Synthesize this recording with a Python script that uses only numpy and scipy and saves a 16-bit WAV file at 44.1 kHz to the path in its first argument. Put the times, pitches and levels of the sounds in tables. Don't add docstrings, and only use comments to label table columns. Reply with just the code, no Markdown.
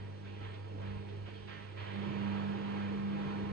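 import sys
import numpy as np
from scipy import signal
from scipy.fft import rfft, irfft
from scipy.io import wavfile
from scipy.ndimage import uniform_filter1d

SR = 44100
rng = np.random.default_rng(int(sys.argv[2]) if len(sys.argv) > 2 else 0)


def boost_factor(decibels):
    exponent = np.asarray(decibels, float) / 20
    return 10 ** exponent


def to_wav(s):
    ch = np.atleast_2d(s).T
    pcm = np.round(np.clip(ch, -1, 1) * 32767)
    wavfile.write(sys.argv[1], SR, pcm.astype(np.int16))


N = 155232
FRAME = 4096
ROAR_START_S, ROAR_RISE_S = 1.815, 0.23
ROOM = rng.standard_normal((2, 2200))


def evened(x):
    return x / np.sqrt(np.mean(abs(x) ** 2) + 1e-30)


def read(points, hz):
    f, value = np.transpose(points)
    return np.interp(np.log(hz + 1), np.log(f + 1), value)


def drift(t, top_hz):
    rates = np.geomspace(1.5, top_hz, num=16)
    return evened(sum(np.sin(2 * np.pi * (f * t + rng.random())) / np.sqrt(f) for f in rates))


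def bins_and_times():
    return np.fft.rfftfreq(FRAME, 1 / SR)[:, None], np.arange(4 * N // FRAME + 5) * FRAME / 4 / SR


def sway_db(hz, t):
    # time in seconds, drift towards the wall from 0 to 1.
    sway = [
        (0, .15),
        (.55, .45),
        (1.05, .6),
        (1.4, .95),
        (2.25, .95),
        (2.6, .4),
        (2.9, .1),
        (3.52, 0),
    ]
    # frequency in Hz, left port change in dB at full drift.
    sway_left = [(60, -2), (100, -3.6), (200, -5.5), (350, -2.2), (1500, -1.5), (6000, -1.2)]
    resting_place = .55
    return read(sway_left, hz) * (np.interp(t, *np.transpose(sway)) - resting_place)


def pump(t):
    # time in seconds, rocking of the cabinet in dB, magnetic load in dB.
    states = [(0.0, -46.5, -55), (0.06, -46, -59), (0.148, -48, -63.5), (0.24, -49.5, -57),
              (0.681, -45, -65), (0.89, -44, -50), (1.25, -45, -60), (1.32, -48.5, -59.5),
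              (1.55, -54, -57.5), (1.81, -44, -64), (1.989, -48, -41), (2.349, -46, -39),
              (2.67, -55.5, -42), (2.739, -51, -42), (3.1, -52.5, -40), (3.16, -63.5, -42),
              (3.401, -50, -42.5), (3.52, -53.5, -43.5)]
    # time in seconds, onset in seconds, recovery in seconds, change of rocking in dB.
    lurches = [(0.439, .03, 0.026, 3.5), (0.536, .015, 0.05, -3.5), (1.041, .03, 0.066, -3),
               (1.291, .003, 0.017, -5.5), (1.83, 0.013, .015, 3), (1.861, 0.01, 0.012, -6),
               (2.2, 0.02, 0.023, -2), (2.318, 0.042, .03, 4.5), (2.86, 0.033, .04, 5.5),
               (2.98, .02, 0.036, -8), (3.07, 0.036, 0.013, 4.5)]
    s, rock_db, load_db = np.transpose(states)
    rock_db = np.interp(t, s, rock_db)
    for at, onset, recovery, db in lurches:
        rock_db = rock_db + db * np.exp(-((t - at) / np.where(t < at, onset, recovery)) ** 2)
    return rock_db, np.interp(t, s, load_db)


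def noise(gain, patchy_db):
    # resonance in Hz, lift in dB.
    panels = [(128, 5), (152, 6), (302, 8), (426, 6), (540, 3), (669, 10), (815, 15), (953, 16),
              (1057, 11.5), (1309, 14), (1604, 8), (1818, 7), (2358, 8), (3075, 6), (3170, 8), (3365, 4),
              (3620, 4), (4284, 6), (4375, 6), (4535, 5)]
    # frequency in Hz, likeness of the two ports from 0 to 1.
    likeness = [(40, .88), (100, .98), (230, .95), (400, .68), (750, .9), (1500, .55), (3500, .5),
                (6800, .65)]
    # frequency in Hz, phase lead of the left port in rad.
    left_lead = [(60, -1.2), (390, -1.5), (700, -5.1), (880, -7.1), (1400, -8.3), (2000, -12.3),
                 (3300, -13.2), (4200, -12.3)]
    # frequency in Hz, left minus right level in dB.
    tilt = [(40, -.8), (100, -1.7), (200, -3.5), (550, -5.5), (1700, -5.8), (4000, -4.2), (9000, -5)]
    port_delay_s, room_ripple_db = .000435, 2.3
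    panel_hz_wide, panel_q = 6, 300

    hz, t = bins_and_times()
    f = hz[:, 0]
    a, b, c, d, patches = rng.standard_normal((gain.shape[1], len(f), 5)).T
    patches = uniform_filter1d(patches, size=FRAME // 100, axis=0)
    patches = evened(uniform_filter1d(patches, size=6, axis=1))

    ring = 1
    for panel_hz, db in panels:
        width = panel_hz_wide + panel_hz / panel_q
        ring = ring + (boost_factor(db) - 1) / (1 + (2 * (f - panel_hz) / width) ** 2)
    ripple = np.array([boost_factor(room_ripple_db * np.interp(f / 10, np.arange(len(port)), port) * (f > 250))
                       for port in ROOM])

    same = np.clip(read(likeness, hz), 0, 1)
    right = a + 1j * b
    left = same * right + np.sqrt(1 - same ** 2) * (c + 1j * d)
    lead_rad = read(left_lead, hz) + 2 * np.pi * hz * port_delay_s
    left = left * np.exp(1j * lead_rad) * boost_factor(read(tilt, hz) + sway_db(hz, t))
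    z = np.array([left, right]) * gain * (ring * ripple)[:, :, None] * boost_factor(patchy_db * patches)
    return signal.istft(z, nperseg=FRAME, noverlap=FRAME * 3 // 4)[1][:, :N]


def rumble():
    # frequency in Hz, spectrum in dB per Hz.
    tub = [(25, -25), (45, -8), (65, 0), (80, -3), (95, -16), (170, -35), (400, -60)]
    # time in seconds, lift in dB, width in seconds.
    thuds = [
        (0.01, 6.5, .04),
        (.45, 8, .07),
        (.92, 14, .15),
        (1.3, 6, .08),
        (1.85, 11, .1),
        (2.42, 12, .17),
        (2.75, 13.5, .07),
        (2.98, 14.5, .11),
        (3.33, 8.5, .13),
    ]
    hz, t = bins_and_times()
    level_db = np.max([db * np.exp(-((t - at) / width) ** 2) for at, db, width in thuds], axis=0)
    return boost_factor(-60) * evened(noise(boost_factor(read(tub, hz) + level_db), patchy_db=5.5))


def cabinet():
    # frequency in Hz, idle spectrum in dB per Hz.
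    idle_spectrum = [(25, -37.5), (110, -6), (440, -8.5), (650, -12), (1000, -20), (3000, -20.5),
                     (5000, -33), (8000, -49)]
    # frequency in Hz, roar spectrum in dB per Hz.
    roar_spectrum = [(25, -43.5), (120, -3), (230, -12.5), (330, -6), (700, -14), (3000, -25.5),
                     (5000, -40.5), (8000, -54.5)]
    hz, t = bins_and_times()
    top_db = -5 * np.maximum(hz - 8000, 0) / 1000
    follow_db = 0.22 * (pump(t)[0] + 47) * (hz < 900)
    idle = noise(boost_factor(read(idle_spectrum, hz) + follow_db + top_db), patchy_db=1.2)

    swell = np.clip((t - ROAR_START_S) / ROAR_RISE_S, 0, 1)
    sag_db = -0.5 * np.maximum(t - 2.67, 0)
    roar_db = -15.5 * (1 - swell) + sag_db + .6 * drift(t, 9.)
    roar = noise(boost_factor(read(roar_spectrum, hz) + roar_db + top_db), patchy_db=1.5)
    return boost_factor(-54) * evened(idle) + boost_factor(-48) * evened(roar)


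def knock():
    start_s, level_db, mode_hz, t60_s = 1.2855, -41, 700, .022
    age = np.arange(N) / SR - start_s
    modes = ((.42, 1.2), (1, 1), (1.6, .6), (2.5, .35))
    ring = sum(size * np.sin(2 * np.pi * ratio * mode_hz * age) for ratio, size in modes)
    envelope = np.clip(age / .0015, 0, 1) * boost_factor(level_db - 60 * abs(age) / t60_s)
    return envelope * ring * boost_factor(np.array([[-4], [0]]))


def surges():
    # start in seconds, level in dB, rise in seconds, T60 in seconds, centre in Hz.
    gulps = [(-.03, -58.5, 0.012, 1.1, 1500), (0.237, -57.5, 0.021, 2, 2200), (.39, -50, 0.057, 0.6, 1600),
             (.53, -55.5, 0.013, 0.18, 3000), (.755, -54, 0.048, 1.6, 613),
             (.795, -51.5, 0.028, 0.56, 1100), (0.809, -55, 0.066, 1.2, 1900),
             (1.08, -58.5, 0.0099, 0.52, 2500), (1.249, -54.5, 0.017, 0.55, 1940),
             (1.272, -55, .02, .2, 1850), (1.32, -59.5, .03, 1.2, 2800), (1.468, -49, 0.023, 1.6, 1700),
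             (1.471, -55.5, 0.005, 0.4, 2200), (1.757, -49.5, 0.022, 9.9, 1840),
             (1.785, -50, 0.023, 2, 950), (2.05, -47, 0.26, 2.4, 980), (2.62, -46.5, 0.19, 0.92, 1100),
             (3.058, -46.5, 0.25, 0.6, 1030)]
    width_octaves, gulp_hz, gulp_share = 0.75, 570, 0.87
    bins, t = bins_and_times()
    water = noise(1 + 0 * bins * t, patchy_db=1.2)
    hz, time, out = np.fft.rfftfreq(N, 1 / SR), np.arange(N) / SR, np.zeros((2, N))
    khz = hz / 1000
    edges = np.minimum(hz / 300, 1) * boost_factor(-8 * np.clip(khz - 3.3, 0, 2.2) - 4 * np.maximum(khz - 5.5, 0))
    throat = gulp_share * np.exp(-8 * np.log2((hz + 1) / gulp_hz) ** 2)
    shifts = rng.integers(0, N, len(gulps))
    for (start, db, rise, t60, centre_hz), shift in zip(gulps, shifts):
        rush = np.exp(-.5 * (np.log2((hz + 1) / centre_hz) / width_octaves) ** 2)
        shape = edges * (0.23 + rush + throat)
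        age = time - start
        level = np.clip(age / rise, 0, 1) * boost_factor(db - 60 * np.maximum(age - rise, 0) / t60)
        out += level * evened(irfft(shape * rfft(np.roll(water, shift, axis=1)), N))
    return out


def hum():
    # multiple of the mains, level in dB, share of load followed, phase in rad,
    # right gain in dB, left lead in rad.
    orders = [(3, -63, 0.26, 0.5, 0.5, -2.2), (6, -70, 0.37, 3, -3, 0.55), (7, -66, 0.14, 2, 2.5, -1.9),
              (8, -67, .1, -4, 5, 1.66), (9, -69, 0.22, 2.1, 9, -2)]
    # phase in rad, right gain in dB, left lead in rad.
    rock_line = (.9, 2.0, -.72)
    load_line = (3.3, 4.6, -1.45)
    load_turn = (.55, -1.45)
    mains_hz, idle_db, waver_db, waver_rad = 50.01, -58, 1.2, .15

    t = np.arange(N) / SR
    slow = t[::64]
    rock_db, load_db = pump(slow)
    full = np.clip((load_db + 56) / 12, 0, 1)
    lines = []
    for k, db, (phase, right_db, lead), turn in zip((2, 4), (rock_db, load_db), (rock_line, load_line), load_turn):
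        lines.append((k, db, phase + turn * full, right_db, lead, .8))
    for k, db, share, phase, right_db, lead in orders:
        lines.append((k, db + share * (load_db - idle_db), phase, right_db, lead, 3.1))

    out = np.zeros((2, N))
    for k, db, phase, right_db, lead, loose in lines:
        size = np.interp(t, slow, boost_factor(db + loose * waver_db * drift(slow, 14.)))
        wander = np.interp(t, slow, phase + loose * waver_rad * drift(slow, 11.0))
        angle = 2 * np.pi * k * mains_hz * t + wander
        left = boost_factor(sway_db(k * mains_hz, t)) * np.cos(angle)
        right = boost_factor(right_db) * np.cos(angle - lead)
        out += np.sqrt(2) * size * np.array([left, right])
    return out


def scene():
    return rumble() + cabinet() + knock() + surges() + hum()


def band_limit(x):
    return signal.sosfilt(signal.butter(12, 12260, fs=SR, output="sos"), x)


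def record(dry):
    # frequency in Hz, microphone response in dB.
    mic = [(3300, 0), (4300, 1.5), (5200, 1.5), (6500, 3), (7700, 0), (9000, -7), (10000, -3.5),
           (11000, -4.5)]
    hz, t = np.fft.rfftfreq(N, 1 / SR), np.arange(N) / SR
    dry = irfft(boost_factor(read(mic, hz)) * rfft(dry), N)

    step = (hz > 8000) * boost_factor(-19 * np.maximum(hz - 8280, 0) / 1000)
    swell = boost_factor(1.0 * np.clip((t - ROAR_START_S) / ROAR_RISE_S, 0, 1) + .8 * drift(t, 12.))
    hiss = swell * evened(irfft(step * rfft(rng.standard_normal(N)), N)) * np.array([[0], [1]])
    image = boost_factor(-70.5) * dry * 2 * np.cos(2 * np.pi * 12000 * t)
    fade = np.minimum(np.arange(N)[::-1] / 90, 1)
    return band_limit(fade * (dry + boost_factor(-82) * hiss + image))


dry = scene()
out = record(dry)
to_wav(out)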